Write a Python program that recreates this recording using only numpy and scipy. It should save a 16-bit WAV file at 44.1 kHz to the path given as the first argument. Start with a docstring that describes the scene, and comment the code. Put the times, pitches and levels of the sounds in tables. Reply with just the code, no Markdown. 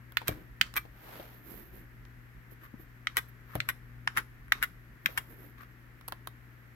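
"""A game controller on a desk in a quiet room, close to a stereo microphone, over faint mains hum.
In the first second a finger pushes a thumbstick twice: each push clacks the plastic shell, and on each
release the sprung stick flies back and chatters. From 1 to 3 s skin rubs over the shell and the
controller knocks lightly on the desk. Five more pushes and releases follow from 3 to 5.2 s.
The hand then slides to a new hold, and just after 6 s finger and nail tap the casing."""
import sys
import numpy as np
from scipy import signal
from scipy.fft import rfft, irfft
from scipy.io import wavfile
from scipy.ndimage import uniform_filter1d

SR = 44100
rng = np.random.default_rng(int(sys.argv[2]) if len(sys.argv) > 2 else 0)


def inscribe(sig):
    """Save sig as 16-bit PCM at rate SR to the path in sys.argv[1].

    A 1-D sig is mono; a 2-D sig holds one channel per row.
    Samples are clipped to [-1, 1] before scaling.
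    """
    pcm = np.round(np.clip(np.atleast_2d(sig).T, -1, 1) * 32767)
    wavfile.write(sys.argv[1], SR, pcm.astype(np.int16))


N = 297675

# Table levels are relative. Bands: low 650-1300 Hz, body to 2800 Hz, crack to 9500 Hz, tick above.
# stick pushes: (time [s], low [dB], body [dB], crack [dB], tick [dB], left-right [dB], pitch [ratio])
PUSHES = [(0.1701, -33.5, -22.5, -25.5, -35.5, -0.5, 1.19), (0.6118, -39.5, -18, -19.5, -35, -1, 1.25),
          (3.0701, -37, -25, -31, -55, 0.5, 1.085), (3.6024, -57, -27, -31, -52, 2.5, 1.14),
          (4.0743, -32.5, -22.5, -32.5, -52, 4, 0.903), (4.5208, -28, -16.5, -24, -32.5, 3.5, 1.06),
          (5.059, -38.5, -20, -27.5, -32.5, 4.5, 1.12)]
# finger and nail taps on the casing: columns as PUSHES
TAPS = [(.121, -55.5, -56, -60, -54, 2, 0.97), (0.2171, -53, -52, -61, -59, -1, 1),
        (0.7394, -52, -54, -48, -49, 1, 0.96), (2.052, -63, -59, -61.5, -80, 3.5, 0.98),
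        (3.5532, -40, -44, -47.5, -35, 1.5, 1), (4.4815, -68, -51.5, -80, -67, 6, 0.86),
        (6.011, -56, -62.5, -61, -62, -4, 1), (6.0797, -62, -62, -56, -37, 7, 1),
        (6.0833, -41.5, -56, -46, -38.5, 8, 0.93), (6.1224, -36.5, -41.5, -43.5, -44, -0.5, 0.89),
        (6.2724, -38.5, -47.5, -44, -39, -1.5, 1)]
# stick releases: (columns as PUSHES, slip-off [dB re main hit], first bounce [dB re main hit],
# first bounce delay [s], scrape [dB], spring [dB], spring pitch [Hz])
RELEASES = [(0.2805, -42, -32, -30.5, -23, 1.5, 1.096, -8, -19, 0.0072, -45.5, -37.5, 2320),
            (0.7644, -36.5, -30, -37, -30.5, 3, 1.055, -7, 2.5, 0.0068, -44.5, -29, 2327),
            (3.1686, -31.5, -23, -28.5, -25.5, 5.5, 1.004, -25, -6, 0.0089, -44.5, -33, 1975),
            (3.6881, -35, -25, -35, -30, 4.5, .99, -31, -6, 0.0067, -54, -39, 1960),
            (4.1722, -33.5, -21.5, -35, -31.5, 4, .9, -9, -4, .0073, -38, -36.5, 1535),
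            (4.6262, -39, -22, -34, -28, 4.5, .96, -16, -4.5, 0.0071, -45, -35, 2010),
            (5.1751, -36, -26, -34.5, -34, 6, 0.93, -24, -2, .0038, -50, -47, 2000)]
# controller on desk: (time [s], thump [dB], knock [dB], knock pitch [Hz])
KNOCKS = [(.216, -55, -45, 680), (0.2881, -34.5, -34, 534), (.318, -38.5, -48, 500), (.611, -49, -48, 241),
          (.852, -63, -52, 755), (1.197, -53.5, -43, 630), (2.519, -56.5, -54.5, 346),
          (2.737, -59, -43, 242), (2.796, -59, -50, 327), (3.5531, -36.5, -34.5, 560),
          (5.061, -58, -45.5, 197), (5.088, -63, -48.5, 557)]
# dense casing modes: (frequency [Hz], level [dB])
GRIT = [(400, 2.5), (750, -13.5), (1100, 7.5), (1800, 6.5), (3000, -6), (5000, -12), (9000, -20.5),
        (12500, -10), (15000, -28.5), (16200, -20)]


def amp(db):
    """Decibels to gain."""
    return 10 ** (np.asarray(db) / 20)


def unit(x):
    """Scale to rms 1."""
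    return x / np.sqrt(np.mean(x ** 2) + 1e-20)


def pan(db):
    """Stereo gains for a left-right difference."""
    return amp(np.array([[.5], [-.5]]) * db)


def read(points, hz):
    """Interpolate on a log-frequency axis."""
    f, value = np.transpose(points)
    return np.interp(np.log(hz + 1), np.log(f + 1), value)


def add(mix, s, sound):
    """Mix in a stereo sound at time s."""
    part = mix[:, max(round(s * SR), 0):][:, :sound.shape[1]]
    part += sound[:, :part.shape[1]]


def coloured(points, size):
    """Stereo noise of a given spectrum, alike on both sides in the bass."""
    coherence = [(60, 0.85), (200, 0.79), (400, 0.5), (750, 0.048), (1300, 0.019), (16000, 0)]  # (frequency [Hz], left-right coherence [ratio])
    hz = np.fft.rfftfreq(size, 1 / SR)
    left, other = rfft(rng.standard_normal((2, size)))
    same = np.clip(read(coherence, hz), -1, 1)
    right = same * left + np.sqrt(1 - same ** 2) * other
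    return unit(irfft(np.array([left, right]) * amp(read(points, hz)), size))


def flutter(depth_db, samples):
    """Random gain, rms 1, smoothed over the given span."""
    drift = unit(uniform_filter1d(rng.standard_normal(N), size=samples))
    return unit(amp(depth_db * np.tanh(drift)))


def background(air_db=-57.5, waver_db=1.7):
    """Steady room air and wavering mains hum."""
    air_colour = [(15, -50), (27, -27), (42, 5), (60, -21), (82, -12), (150, -10), (220, -13.5),
                  (310, -12.5), (520, -22.5), (850, -24), (1300, -18.5), (1850, -14.5), (2600, -26),
                  (3600, -35), (6000, -39.5), (9800, -44), (12600, -30), (15300, -45), (16000, -41)]  # (frequency [Hz], density [dB])
    hum_partials = [(59.9, -63), (119.8, -56.5), (239.6, -70)]  # (frequency [Hz], level [dB])
    t = np.arange(N) / SR
    waver = np.interp(t, np.linspace(0, t[-1], num=28), rng.standard_normal(size=28))
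    hum = sum(amp(db) * np.sqrt(2) * np.sin(2 * np.pi * (f * t + rng.random())) for f, db in hum_partials)
    air = amp(air_db) * pan(1) * coloured(air_colour, N)
    return air + hum * amp(waver_db * waver) * amp([[2.5], [-3.5]])


def rumble():
    """Lumpy low rumble as the hand works on the desk."""
    colour = [(18, -26.5), (35, 6.5), (55, 5.5), (80, -16), (150, -8.5), (230, -16), (500, -38),
              (2000, -88)]  # (frequency [Hz], level [dB])
    envelope = [(0, -74), (.62, -54), (1.3, -62), (1.75, -55), (2.3, -58.5), (2.9, -69), (3.7, -61),
                (4.7, -55.5), (5.1, -64), (6.75, -75)]  # (time [s], level [dB])
    level_db = np.interp(np.arange(N) / SR, *np.transpose(envelope))
    lumps = flutter(depth_db=5, samples=2400)
    return coloured(colour, N) * lumps * amp(level_db) * pan(-.5)


def friction(strokes, colour, grain_db, gain_db, pan_db):
    """Surfaces catch and slip: grainy noise per stroke (peak [s], rise [s], fall [s], level [dB])."""
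    t, speed = np.arange(N) / SR, np.zeros(N)
    for s, rise_s, fall_s, db in strokes:
        width_s = np.where(t < s, rise_s, fall_s)
        speed += amp(db) * np.exp(-.5 * np.minimum(((t - s) / width_s) ** 2, 20))
    return speed * flutter(grain_db, samples=160) * coloured(colour, N) * amp(gain_db) * pan(pan_db)


def hand(brush_rise=.73):
    """Slides rustle and rub through the casing, fingertips scuff it; skin hisses in both."""
    # changes of hold: (peak [s], rise [s], fall [s], rustle [dB], rub [dB], hiss [dB])
    slides = [(.37, 0.032, .055, -69, -57.5, -70), (1.16, 0.11, 0.1, -51, -66, -58.5),
              (1.34, 0.019, .048, -67, -70, -65), (1.51, 0.039, 0.1, -63.5, -55, -53.5),
              (1.75, .015, 0.056, -68, -58.5, -62), (5.14, 0.059, 0.071, -60, -68, -60),
              (5.315, 0.024, 0.026, -72, -59, -61.5), (5.415, 0.031, 0.062, -72, -58, -61)]
    # fingertip on shell: (peak [s], fall [s], scuff [dB], hiss [dB])
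    brushes = [(2.52, 0.015, -66, -60.5), (2.64, 0.021, -55, -62.5), (2.81, 0.02, -68, -62),
               (3.289, 0.0084, -70, -61.5), (3.538, 0.056, -58, -65), (5.586, .006, -53, -71.5),
               (5.619, 0.017, -52, -65)]
    # friction spectra: (frequency [Hz], level [dB])
    rustle_colour = [(150, -16), (400, -4.5), (700, -2), (1200, -6.5), (2200, -10), (4000, -16.5),
                     (7000, -27.5), (16000, -27)]
    scuff_colour = [(400, -8.5), (850, -16.5), (1150, 3.5), (1800, -2), (3000, -15.5), (7000, -29.5),
                    (16000, -40)]
    rub_colour = [(90, -14), (200, -1), (350, 1.5), (500, -8.5), (800, -15), (2000, -15), (5000, -38.5)]
    hiss_colour = [(500, -20), (1500, -9), (4000, -15.5), (7000, -19), (10000, -17.5), (11500, 0.5),
                   (12700, 3.5), (15200, -4), (16000, -32)]
    rustles = [(*shape, db) for *shape, db, _, _ in slides]
    rubs = [(*shape, db) for *shape, _, db, _ in slides]
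    scuffs = [(s, brush_rise * fall_s, fall_s, db) for s, fall_s, db, _ in brushes]
    hisses = [(*shape, db) for *shape, _, _, db in slides]
    hisses += [(s, brush_rise * fall_s, fall_s, db) for s, fall_s, _, db in brushes]
    return (friction(rustles, rustle_colour, grain_db=3, gain_db=0, pan_db=1.5)
            + friction(scuffs, scuff_colour, grain_db=6, gain_db=2.5, pan_db=5)
            + friction(rubs, rub_colour, grain_db=2.5, gain_db=3.5, pan_db=-1.5)
            + friction(hisses, hiss_colour, grain_db=3.5, gain_db=-2.1, pan_db=-15.5))


def scraping(push_db=-32.5, rattle_db=-14.5):
    """Plastic on plastic: stick in socket at each push and release, casing rattle at each knock."""
    strokes = [(s + .036, .016, .03, body_db + push_db) for s, _, body_db, *_ in PUSHES]
    strokes += [(s + .001, .01, .024, db) for s, *_, db, _, _ in RELEASES]
    strokes += [(s, .008, .025, thump_db + rattle_db) for s, thump_db, *_ in KNOCKS]
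    return friction(strokes, GRIT, grain_db=5.5, gain_db=-1.5, pan_db=2.5)


def jolts():
    """Releases and taps jolt the desk in proportion to their low band; rows as KNOCKS."""
    return ([(s + .008, low_db - 21, low_db - 16, 580) for s, low_db, *_ in RELEASES]
            + [(s, low_db - 21, low_db - 11.5, 610) for s, low_db, *_ in TAPS])


def desk(knock_t60_s=.044, thump_gain_db=-11, knock_gain_db=-15, size=16384):
    """The controller rocks on the desk: low thump of the top, short hollow knock."""
    modes = [(65, -5, 0.19), (96, -5.5, 0.11), (117, 3.5, 0.27), (150.2, -0.5, 0.31), (179.7, -12, 0.13),
             (246, -13, 0.47), (305, -1.5, 0.11)]  # desk top: (frequency [Hz], level [dB], t60 [s])
    knock_colour = [(.15, -18), (.5, -1.5), (1, 3), (1.35, -1), (1.9, -19), (3.5, -16.5), (6, -21),
                    (16, -53.5)]  # (frequency [multiple of pitch], level [dB])
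    t, out = np.arange(size) / SR, np.zeros((2, N))
    for s, thump_db, knock_db, hz in KNOCKS + jolts():
        thump = np.zeros(size)
        for f, db, t60_s in modes:
            detune = 1 + .022 * rng.standard_normal()
            thump -= amp(db - 60 * t / t60_s) * np.sin(2 * np.pi * f * detune * t)
        onset = 1 - np.exp(-(2 * hz * t) ** 2)  # duller knock, softer start
        noise = coloured([(k * hz, db) for k, db in knock_colour], size)
        knock = noise * onset * amp(-60 * t / knock_t60_s)
        hit = amp(thump_db + thump_gain_db) * unit(thump) + amp(knock_db + knock_gain_db) * unit(knock)
        add(out, s, hit * amp([[1.5], [-2]]))
    return out


def shell(contacts, rise_s, grit_db, grit_t60_s, damping, lag_s, upper_db, gain_db):
    """Contacts (rows as PUSHES) ring the shell; place and force set pitch and four band levels."""
    modes = [(1046, -12.5, 0.03), (1174, -14, 0.072), (1529, 3.5, 0.022), (1873, 1.5, 0.029),
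             (2134, -1.5, 0.026), (2388, 3, 0.013), (3010, -9.5, 0.0291), (3520, -13, 0.036),
             (3940, -8.5, 0.011), (4850, -18.5, 0.0029), (5360, -14.5, 0.0096), (6050, -16.5, 0.0099),
             (7970, -18, 0.012), (11230, -19, 0.023), (11020, -28.5, 0.0095), (12300, -50.5, 0.053),
             (13850, -43.5, 0.006), (14000, -32, 0.039)]  # shell and stick: (frequency [Hz], level [dB], t60 at damping 1 [s])
    balance = [(700, 2.5), (1200, -1), (1750, 2), (2500, -5), (3700, -7.5), (5500, 3), (8000, 5),
               (10500, -4.5), (13000, -13)]  # (frequency [Hz], left-right [dB])
    edges_hz = [650, 1300, 2800, 9500, 30000]  # limits of the four bands [Hz]
    size, lead_s, upper_hz = 4096, .003, 4690
    t, hz = np.arange(size) / SR - lead_s, np.fft.rfftfreq(size, 1 / SR)
    age_s = np.maximum(t - np.array([[0], [lag_s]]), 0)  # right microphone port is farther off
    onset = 1 - np.exp(-(age_s / rise_s) ** 2)
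    bands = np.diff([1 / (1 + (hz / edge) ** 12) for edge in edges_hz], axis=0)
    shelf = amp(upper_db * (1 - 1 / (1 + (hz / upper_hz) ** 8)))
    out = np.zeros((2, N))
    for s, *band_db, pan_db, pitch in contacts:
        ring = np.zeros((2, size))
        for f, db, t60_s in modes:
            phase = rng.random() + .16 * rng.standard_normal((2, 1))
            detune = 1 + .022 * rng.standard_normal()
            envelope = amp(db - 60 * age_s * damping / t60_s)
            ring += envelope * np.sin(2 * np.pi * (f * pitch * detune * age_s + phase))
        grit = coloured([(f * pitch, db) for f, db in GRIT], size) * amp(-60 * age_s / grit_t60_s)
        click = onset * (unit(ring) + amp(grit_db) * unit(grit))
        spectrum = rfft(click) * pan(read(balance, hz) + pan_db) * shelf
        add(out, s - lead_s, sum(amp(db) * unit(irfft(spectrum * band)) for db, band in zip(band_db, bands)))
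    return amp(gain_db) * out


def taps():
    """Finger and nail strike the casing: fast onset, mostly dense modes."""
    return shell(TAPS, rise_s=.00019, grit_db=10.5, grit_t60_s=.012, damping=.83,
                 lag_s=.0001, upper_db=-.5, gain_db=-13)


def spring(delay_s=.004, size=16384):
    """The freed spring rings briefly after the stick comes home."""
    modes = [(0.592, -8.5, 0.067), (1.002, -0.5, 0.097), (1.839, -38, 0.25), (3.843, -8, 0.026),
             (5.39, -27.5, 0.051)]  # (frequency [multiple of pitch], level [dB], t60 [s])
    t, out = np.arange(size) / SR, np.zeros((2, N))
    for s, *_, spring_db, hz in RELEASES:
        ring = sum(amp(db - 60 * t / t60_s) * np.sin(2 * np.pi * k * hz * t) for k, db, t60_s in modes)
        add(out, s + delay_s, amp(spring_db) * np.array([ring, ring]))
    return out


def chatter(slip_s=.0065, dull_db=2.5, bounces=3, shrink=.7, loss_db=4.5):
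    """The freed stick slips dully off the finger, hits home, then bounces ever quicker and weaker."""
    contacts = []
    for s, *band_db, pan_db, pitch, slip_db, bounce_db, gap_s, _, _, _ in RELEASES:
        band_db = np.array(band_db)
        contacts.append((s - slip_s, *(band_db + slip_db - dull_db * np.arange(4)), pan_db, pitch))
        contacts.append((s, *band_db, pan_db, pitch))
        for k in range(bounces):
            s += gap_s * shrink ** k
            contacts.append((s, *(band_db + bounce_db - k * loss_db), pan_db - 2, pitch))
    return shell(contacts, rise_s=.0007, grit_db=-3.5, grit_t60_s=.0117, damping=1,
                 lag_s=.00015, upper_db=3.5, gain_db=-13.5)


def pushes():
    """One clack per push; the finger on the stick damps the upper modes."""
    return shell(PUSHES, rise_s=.00096, grit_db=-5.5, grit_t60_s=.015, damping=2.7,
                 lag_s=.00013, upper_db=-3.5, gain_db=-13)


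def room(dry, near_db=-13, near_t60_s=.068, tail_db=-19, size=16384):
    """Quick reflections off desk and hand, then a small room's tail."""
    decay = [(150, 0.69), (600, 0.5), (1800, 0.12), (5000, 0.31), (13000, 0.25)]  # (frequency [Hz], t60 [s])
    t = np.arange(size) / SR
    noise = rng.standard_normal((2, size)) * (t > .003)
    hz, frame_s, spectra = signal.stft(noise, SR, nperseg=256)
    fade = amp(-60 * frame_s / read(decay, hz)[:, None])
    tail = signal.istft(spectra * fade, SR, nperseg=256)[1][:, :size]
    near = rng.standard_normal((2, size)) * amp(-60 * t / near_t60_s) * (t > .002)
    response = (amp(near_db) * unit(near) + amp(tail_db) * unit(tail)) / np.sqrt(size)
    return dry + signal.fftconvolve(dry, response, axes=1)[:, :N]


def scene():
    """Clicks, scrapes and knocks in the room; hand, rumble and background without reverb."""
    handling = pushes() + chatter() + taps() + spring() + scraping() + desk()
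    return room(handling) + hand() + rumble() + background()


def record(dry):
    """Microphone bass roll-off, then recorder band limit."""
    low_hz, high_hz = 36, 16100
    thinned = signal.sosfilt(signal.butter(4, low_hz, "highpass", fs=SR, output="sos"), dry)
    lowpass = signal.firwin(255, high_hz, window=("kaiser", 9), fs=SR)
    return signal.oaconvolve(thinned, lowpass[None], "same")


dry = scene()
out = record(dry)
inscribe(out)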